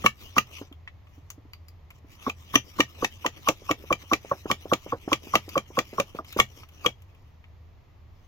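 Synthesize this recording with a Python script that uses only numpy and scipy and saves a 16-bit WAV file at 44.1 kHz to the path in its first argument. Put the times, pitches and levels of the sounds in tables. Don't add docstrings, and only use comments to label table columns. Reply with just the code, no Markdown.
import sys
import numpy as np
from scipy import signal
from scipy.fft import rfft, irfft, next_fast_len
from scipy.io import wavfile
from scipy.ndimage import map_coordinates

SR = 44100
rng = np.random.default_rng(int(sys.argv[2]) if len(sys.argv) > 2 else 0)


def inscribe(sig):
    pcm = np.round(np.clip(np.atleast_2d(sig).T, -1, 1) * 32767)
    wavfile.write(sys.argv[1], SR, pcm.astype(np.int16))


N = 364856
TIME = np.arange(N) / SR


# (time [s], valve level [dB], valve pitch [Hz], large bubble level [dB], small bubble level [dB],
#  small bubble pitch [Hz], delay of the bubbles [s], rub of the plunger [dB])
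PUSHES = [(0.0403, -21, 1193, -18.5, -26, 492, 0.0037, -53), (0.365, -15, 1153, -26, -35, 591, 0.0047, -55),
          (2.2653, -18, 1107, -23.5, -29, 472, 0.0054, -57),
          (2.5399, -20.5, 1100, -16.5, -41, 540, .015, -56),
          (2.787, -22.5, 1097, -16, -24, 516, 0.0081, -54),
          (3.023, -20, 1138, -24, -22.5, 494, 0.0026, -51.5),
          (3.246, -18.5, 1015, -29.5, -25.5, 515, .007, -55),
          (3.473, -13, 1120, -20.5, -20.5, 536, 0.017, -53.5),
          (3.692, -15.5, 1118, -21, -23, 519, 0.013, -54),
          (3.905, -13.5, 1105, -26, -19, 511, 0.0084, -53.5),
          (4.114, -12.5, 1120, -17.5, -22.5, 560, .011, -52),
          (4.3133, -14.5, 1101, -42, -19.5, 551, 0.00082, -53.5),
          (4.5002, -15.5, 1112, -32, -25.5, 526, 0.0025, -55),
          (4.716, -13.5, 1130, -22.5, -16, 521, 0.0071, -53),
          (4.9223, -17, 1100, -28, -26.5, 475, 0.0044, -52),
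          (5.117, -15, 1071, -27.5, -23, 542, .003, -53.5), (5.337, -12, 1110, -24, -21, 625, .016, -50.5),
          (5.5552, -15, 1134, -36, -16, 535, 0.01, -50.5),
          (5.7714, -16.5, 1100, -24, -17, 499, .007, -55.5),
          (5.982, -15.5, 1100, -40, -17.5, 557, .015, -53.5), (6.187, -24, 1207, -50, -37, 645, .001, -57),
          (6.3882, -14, 1148, -33, -24.5, 508, .003, -51), (6.8465, -20, 1152, -25, -17, 485, .012, -58)]


def valve(gain_db, rise, t60, flutter_hz, flutter, leak_db, leak_s):
    pops, leak = np.zeros(N), np.zeros(N)
    leak_shape = np.linspace(0, 1, round(leak_s * SR)) ** 2
    for s, db, hz, *_ in PUSHES:
        pop = tone(hz, rise, t60)
        this_flutter_hz = flutter_hz * rng.uniform(.7, 1.2)
        opening = 1 + flutter * np.cos(2 * np.pi * this_flutter_hz * TIME[:len(pop)])
        add(pops, s, from_db(db + gain_db) * pop * opening)
        add(leak, s - leak_s, from_db(db + leak_db) * leak_shape)
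    return pops + leak * band(hz=1190, width=350)


# (time [s], level [dB])
GLUGS = [(0.6132, -34), (3.6188, -41.5), (3.8388, -37.5), (4.036, -43.5), (4.2469, -33), (4.4558, -22.5),
         (4.6548, -28), (4.8623, -28.5), (5.0768, -19.5), (5.2698, -34.5), (5.4794, -32), (5.703, -37),
         (5.9295, -31), (6.148, -29), (6.3636, -19.5), (6.573, -43)]
GLUG_HZ, GLUG_SCATTER, GLUG_T60_S = 400, 0.12, 0.0096
# (time [s], level [dB])
LAPS = [(0.6121, -35.5), (0.713, -43), (1.178, -47), (1.378, -45.5), (1.451, -48), (2.044, -46.5)]
LAP_HZ, LAP_T60_S = 281, 0.048
SLACK_HZ, PRESSURISED_HZ, PRESSURE_PUSHES = 217, 322, 3.4
LARGE_T60_S, SMALL_T60_S = .058, .052
SHED_DB, SHED_LOW_HZ, SHED_HIGH_HZ, SHED_WITHIN_S, SHED_T60_S = -14, 190, 810, 0.016, 0.024


def air_pockets(count=3):
    pockets = []
    for done, (s, valve_db, _, large_db, small_db, small_hz, delay, _) in enumerate(PUSHES):
        slackness = np.exp(-done / PRESSURE_PUSHES)
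        large_hz = PRESSURISED_HZ + (SLACK_HZ - PRESSURISED_HZ) * slackness
        pockets.append((s + delay, large_db, large_hz, LARGE_T60_S))
        pockets.append((s + delay, small_db, small_hz, SMALL_T60_S))
        for when, pitch in rng.random((count, 2)):
            shed_hz = SHED_LOW_HZ * (SHED_HIGH_HZ / SHED_LOW_HZ) ** pitch
            pockets.append((s + when * SHED_WITHIN_S, valve_db + SHED_DB, shed_hz, SHED_T60_S))
    for s, db in GLUGS:
        pockets.append((s, db, GLUG_HZ * rng.normal(1, GLUG_SCATTER), GLUG_T60_S))
    return pockets + [(s, db, LAP_HZ, LAP_T60_S) for s, db in LAPS]


def bubbles(gain_db, rise, wobble, slosh_db):
    rings, stir = np.zeros(N), np.zeros(N)
    for s, db, hz, t60 in air_pockets():
        shape = swell(rise, t60)
        wavering = np.sin(2 * np.pi * (60 * TIME[:len(shape)] + rng.random()))
        pitch = hz * (1 + wobble * wavering)
        add(rings, s, from_db(db + gain_db) * shape * np.sin(2 * np.pi * np.cumsum(pitch) / SR))
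        add(stir, s, from_db(db + slosh_db) * swell(0.0022, 0.088))
    return rings + stir * band(hz=492, width=800)


# (time [s], level [dB], hollow ring relative to level [dB], crack relative to level [dB])
CLACKS = [(0.061, -9, 3, -9.5), (0.3807, -11.5, 1.5, -6.5), (2.2962, -27, -2.5, -9),
          (2.555, -7.5, -6, -10.5), (2.8034, -10.5, -3.5, -8.5), (3.0448, -19.5, -10, -2),
          (3.2622, -19, -4, -5.5), (3.486, -14.5, 0.5, -1.5), (3.711, -19.5, -1, -6.5),
          (3.9258, -21, 2, -6.5), (4.133, -16.5, -1, -5.5), (4.5127, -16, -0.8, -6.5),
          (4.734, -18.5, 1, -4), (5.1291, -14, -1.8, -7), (5.3533, -11.5, 0, -6.5),
          (5.577, -22.5, 4.5, -6.5), (5.788, -16.5, -0.5, -6.5), (5.999, -18, -3.5, -6),
          (6.399, -7.5, -3, -10), (6.861, -14.5, -3, -9)]
# (pitch [Hz], level [dB], t60 [s])
HOLLOW_MODES = [(1181, 3.5, 0.042), (1232.5, -7, 0.06)]
# (pitch [Hz], level [dB], t60 [s])
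WALL_MODES = [(1900, -4.5, 0.022), (2160, -10, 0.017), (2322.5, -1.5, 0.04), (2624, -3.5, .022),
              (2856, -5.5, 0.02), (3126, -5.5, 0.011), (3280, -9, 0.046), (3983, -22.5, .02),
              (5000, -29, .02), (6080, -12.5, .018), (6700, -25.5, .02), (7370, -24.5, .02)]
# (pitch [Hz], level [dB], t60 [s])
TABLE_MODES = [(124, -21.5, 0.23), (211, -17, 0.11)]
# (frequency [Hz], level [dB])
CRACK = [(150, -5), (700, 11), (1550, 0), (3000, 8.5), (4500, -2), (6200, -1), (7300, -3.5), (8400, -26.5),
         (10300, -13), (13500, -14), (16000, -15.5)]
# (frequency [Hz], level [dB])
SNAP = [(300, -26.5), (2500, -9), (6200, -4), (7400, -3.5), (8600, -16.5), (10500, -6), (13500, -1),
        (16000, -6)]
GRIP_T60_S = .025


def struck_wall(spread_db):
    wall = 0
    for hz, mode_db, t60 in WALL_MODES:
        gain = from_db(mode_db + rng.normal(0, spread_db, (2, 1))) * rng.choice([-1, 1])
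        phase = rng.normal(0, 0.38, (2, 1))
        wall = wall + gain * tone(hz * rng.normal(1, 0.018), 0.0021, min(t60, GRIP_T60_S), phase)
    return wall


def knocks(hollow_gain_db, wall_db, crack_gain_db, crack_t60, snap_db, snap_t60, spread_db, bounce_db, thump_db):
    out = np.zeros((2, N))
    grit = rms_one(noise(CRACK, channels=1) + 1.6 * noise(CRACK))
    bright = rms_one(noise(SNAP, channels=1) + .4 * noise(SNAP))
    crack_shape = from_db(crack_gain_db) * swell(0.00056, crack_t60)
    snap_shape = from_db(snap_db) * swell(0.00091, snap_t60)
    thump = sum(from_db(mode_db + thump_db) * tone(hz, 0.0021, t60) for hz, mode_db, t60 in TABLE_MODES)
    for s, db, hollow_db, crack_db in CLACKS:
        bounces = rattle(bounce_db, gap_s=0.0013)
        wall = signal.fftconvolve(struck_wall(spread_db), bounces, axes=1)[:, :len(thump)]
        hollow = sum(from_db(mode_db) * tone(hz * rng.normal(1, .015), 0.0012, t60)
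                     for hz, mode_db, t60 in HOLLOW_MODES)
        now = slice(round(s * SR), round(s * SR) + len(thump))
        crack = grit[:, now] * crack_shape + bright[:, now] * snap_shape
        blow = from_db(wall_db) * wall + from_db(hollow_db + hollow_gain_db) * hollow
        blow = blow + from_db(crack_db) * crack + thump
        add(out, s, from_db(db) * blow)
    return out


def rattle(bounce_db, gap_s, count=4):
    at = np.round(np.cumsum(rng.uniform(.4, 1.6, count)) * gap_s * SR).astype(int)
    clicks = np.zeros(at[-1] + 1)
    clicks[0] = 1
    clicks[at] += from_db(bounce_db * np.arange(1, count + 1)) * rng.choice([-1, 1], count)
    return clicks[None] / np.sqrt(np.sum(clicks ** 2))


# (middle [s], half length [s], level [dB])
SLIDES = [(.25, .05, -57), (0.561, .08, -50), (1.174, 0.14, -71), (1.96, 0.025, -62), (2.125, 0.04, -54.5),
          (2.28, 0.037, -53.5), (4.357, 0.036, -57.5), (4.974, .03, -58), (6.565, 0.078, -55),
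          (6.747, .04, -59.5), (7.097, 0.23, -74), (8.21, .08, -73.5)]
# (frequency [Hz], level [dB])
HISS = [(300, 3), (800, -7), (1170, 0), (1550, -11), (2300, 1), (3050, 2), (4200, -9.5), (5900, -3.5),
        (7200, -16), (8600, -23), (10500, -18), (13000, -12), (16000, -14)]
PULL_LEAD, PULL_WIDTH, PULL_DB = 0.44, 0.21, -1
PUSH_LEAD, PUSH_WIDTH, PUSH_DB = .06, .14, 3.5
LONGEST_STROKE_S = .35


def plunger(gain_db, rush_db, rush_s):
    speed = sum(from_db(db) * glide(s, half_length) for s, half_length, db in SLIDES)
    gaps = np.diff([s for s, *_ in PUSHES], prepend=-np.inf)
    for (s, *_, db), gap in zip(PUSHES, gaps):
        stroke = min(gap, LONGEST_STROKE_S)
        speed += from_db(db + PUSH_DB) * glide(s - PUSH_LEAD * stroke, PUSH_WIDTH * stroke)
        if gap < LONGEST_STROKE_S:
            speed += from_db(db + PULL_DB) * glide(s - PULL_LEAD * stroke, PULL_WIDTH * stroke)
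    speed *= from_db(2 * drift(40) + 2 * drift(280))
    rub = wisps(noise(HISS, channels=1) + noise(HISS), depth_db=4.8, width_hz=430, last_s=.038)
    rush = np.zeros(N)
    for s, db, _, _ in CLACKS:
        add(rush, s - rush_s, from_db(db + rush_db) * np.linspace(0, 1, round(rush_s * SR)))
    return (from_db(gain_db) * speed + rush) * rub


def glide(middle, half_length):
    return np.exp(-np.minimum(((TIME - middle) / half_length) ** 2, 20))


def wisps(x, depth_db, width_hz, last_s):
    hz, s, spectrum = signal.stft(x, SR, nperseg=512)
    chance = rng.standard_normal((256, 1024))
    places = np.meshgrid(hz / width_hz, s / last_s, indexing="ij")
    flare = map_coordinates(chance, places, order=3, mode="mirror")
    flared = spectrum * from_db(depth_db * np.minimum(flare, 2))
    return rms_one(signal.istft(flared, SR)[1][..., :N])


# (time [s], level [dB], pitch [Hz], snap relative to level [dB])
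TICKS = [(0.725, -53, 3200, -5), (0.8751, -41, 1930, -36), (1.07, -59, 1150, -25),
         (1.302, -42.5, 6200, 4.5), (1.5333, -45, 4550, -5.5), (1.6833, -56, 4830, 4.5),
         (1.9041, -49, 2330, -3), (2.9503, -54, 2500, -12), (5.4905, -42.5, 4900, 2.5),
         (6.2455, -50, 2500, -3), (6.3249, -42, 3800, 2.5), (6.372, -41, 2630, 1), (6.633, -48, 1196, -26),
         (6.688, -54.5, 3000, 0.5), (7.02, -64, 3000, 6), (7.148, -63, 2700, -5), (7.4404, -54, 2030, -25)]


def fittings(gain_db, ring_t60, snap_t60, width_share, body_db, body_t60):
    out = np.zeros((2, N))
    bright = rms_one(noise(SNAP, channels=1) + .5 * noise(SNAP))
    body = from_db(body_db) * (band(hz=2570, width=1000) + 0.55 * band(hz=1177, width=400))
    ring_shape, snap_shape, body_shape = swell(.0005, ring_t60), swell(0.0003, snap_t60), swell(0.00077, body_t60)
    for s, db, hz, snap_db in TICKS:
        now = slice(round(s * SR), round(s * SR) + len(ring_shape))
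        ring = band(hz, hz * width_share)[now] * ring_shape + body[now] * body_shape
        snap = from_db(snap_db) * bright[:, now] * snap_shape
        add(out, s, from_db(db + gain_db) * (ring + snap))
    return out


# (frequency [Hz], level [dB])
SCATTER = [(150, -11), (400, -4), (1100, -16), (1600, -1), (2500, -5.5), (4500, 3), (7000, 0.5), (8600, -3),
           (11000, -0.5), (16000, 2.5)]


def surroundings(x, wet_db, t60, rise):
    shape = swell(rise, t60)
    echoes = rng.standard_normal((2, len(shape))) * shape / np.sqrt(np.sum(shape ** 2))
    return from_db(wet_db) * signal.fftconvolve(colour(x, SCATTER), echoes, axes=1)[:, :N]


# (frequency [Hz], left minus right [dB])
BALANCE_DB = [(300, -1), (1200, -1), (2200, 0.5), (3300, 4.5), (4500, 1.5), (7000, 11.5), (9000, 6),
              (13000, 6)]
LEFT_LEAD_S = 0.00015


def microphones(x):
    left = colour(x[0], [(hz, db / 2) for hz, db in BALANCE_DB])
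    right = colour(x[1], [(hz, -db / 2) for hz, db in BALANCE_DB])
    return np.array([left, np.roll(right, round(LEFT_LEAD_S * SR))])


# (frequency [Hz], level [dB])
AIR = [(12, -34), (20, -14.5), (48, -16.5), (86, -9.5), (172, -26.5), (193, -30), (410, -34.5),
       (849, -36.5), (1150, -37.5), (1530, -46.5), (1910, -42), (6910, -58), (8650, -83), (13500, -57),
       (16000, -77.5)]
# (frequency [Hz], likeness [0-1])
AIR_LIKENESS = [(30, 0.01), (100, 0.97), (500, 0.3), (1500, 0.3), (5000, 0.3)]
DRONE_HZ, DRONE_WIDTH_HZ = 83.7, 11


def open_air(air_db, drone_db, waver_db):
    shared = [(hz, 10 * np.log10(1 + np.clip(c, 0, .99))) for hz, c in AIR_LIKENESS]
    opposed = [(hz, 10 * np.log10(1 - np.clip(c, 0, .99))) for hz, c in AIR_LIKENESS]
    mid = colour(rng.standard_normal(N), shared)
    side = colour(rng.standard_normal(N), opposed)
    rush = rms_one(colour(np.array([mid + side, mid - side]), AIR)) * from_db(air_db + waver_db * drift(3))
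    pitch = DRONE_HZ + DRONE_WIDTH_HZ / 2 * drift(27)
    drone = np.sqrt(2) * np.sin(2 * np.pi * np.cumsum(pitch) / SR)
    return rush + from_db(drone_db + 2 * drift(7.8)) * drone


def from_db(db):
    return 10 ** (np.asarray(db) / 20)


def rms_one(x):
    return x / np.sqrt(np.mean(x ** 2) + 1e-20)


def at_hz(points, size):
    hz, value = np.transpose(points)
    bins_hz = np.arange(size // 2 + 1) * SR / size
    return np.interp(np.log(bins_hz + 1), np.log(hz), value)


def colour(x, spectrum):
    size = next_fast_len(x.shape[-1] + 1024, True)
    return irfft(rfft(x, size) * from_db(at_hz(spectrum, size)), size)[..., :x.shape[-1]]


def noise(spectrum, channels=2):
    return rms_one(colour(rng.standard_normal((channels, N)), spectrum))


def band(hz, width):
    edges = np.clip([hz - width / 2, hz + width / 2], 20, .45 * SR)
    return rms_one(signal.sosfilt(signal.butter(2, edges, "band", fs=SR, output="sos"), rng.standard_normal(N)))


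def drift(per_s):
    return rms_one(np.interp(TIME * per_s, np.arange(4096), rng.standard_normal(4096)))


def swell(rise, t60):
    t = TIME[:SR // 4]
    shape = (1 - np.exp(-(t / rise) ** 2)) * from_db(-60 * t / t60)
    return shape / shape.max()


def tone(hz, rise, t60, phase=0):
    shape = swell(rise, t60)
    return shape * np.sin(2 * np.pi * hz * TIME[:len(shape)] + phase)


def add(out, s, sound):
    start = max(round(s * SR), 0)
    part = sound[..., :N - start]
    out[..., start:start + part.shape[-1]] += part


def scene():
    pops = valve(gain_db=1.5, rise=0.0012, t60=0.038, flutter_hz=200.9, flutter=0.39,
                 leak_db=-22.5, leak_s=0.0096)
    inside = pops + bubbles(gain_db=2.0, rise=0.0016, wobble=0.04, slosh_db=-12)
    fuel = signal.sosfilt(signal.butter(4, 1750, fs=SR, output="sos"), inside)
    clacks = knocks(hollow_gain_db=-4.0, wall_db=-2.0, crack_gain_db=5.0, crack_t60=.022, snap_db=-6.5,
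                    snap_t60=0.0044, spread_db=4.0, bounce_db=-5, thump_db=-5.0)
    hiss = plunger(gain_db=2.0, rush_db=-21, rush_s=0.025)
    ticks = fittings(gain_db=1.0, ring_t60=0.037, snap_t60=0.029, width_share=.15, body_db=0, body_t60=0.047)
    hard = clacks + ticks
    echoes = surroundings(hard, wet_db=-9.5, t60=0.12, rise=0.0023)
    echoes += surroundings(np.array([fuel, fuel]), wet_db=-14.5, t60=0.045, rise=0.0023)
    pump = microphones(hard + fuel + hiss + echoes)
    return pump + open_air(air_db=-52.5, drone_db=-55.5, waver_db=0.0)


def record(dry):
    return signal.sosfilt(signal.ellip(10, .1, 80, 16100, fs=SR, output="sos"), np.tanh(dry))


dry = scene()
out = record(dry)
inscribe(out)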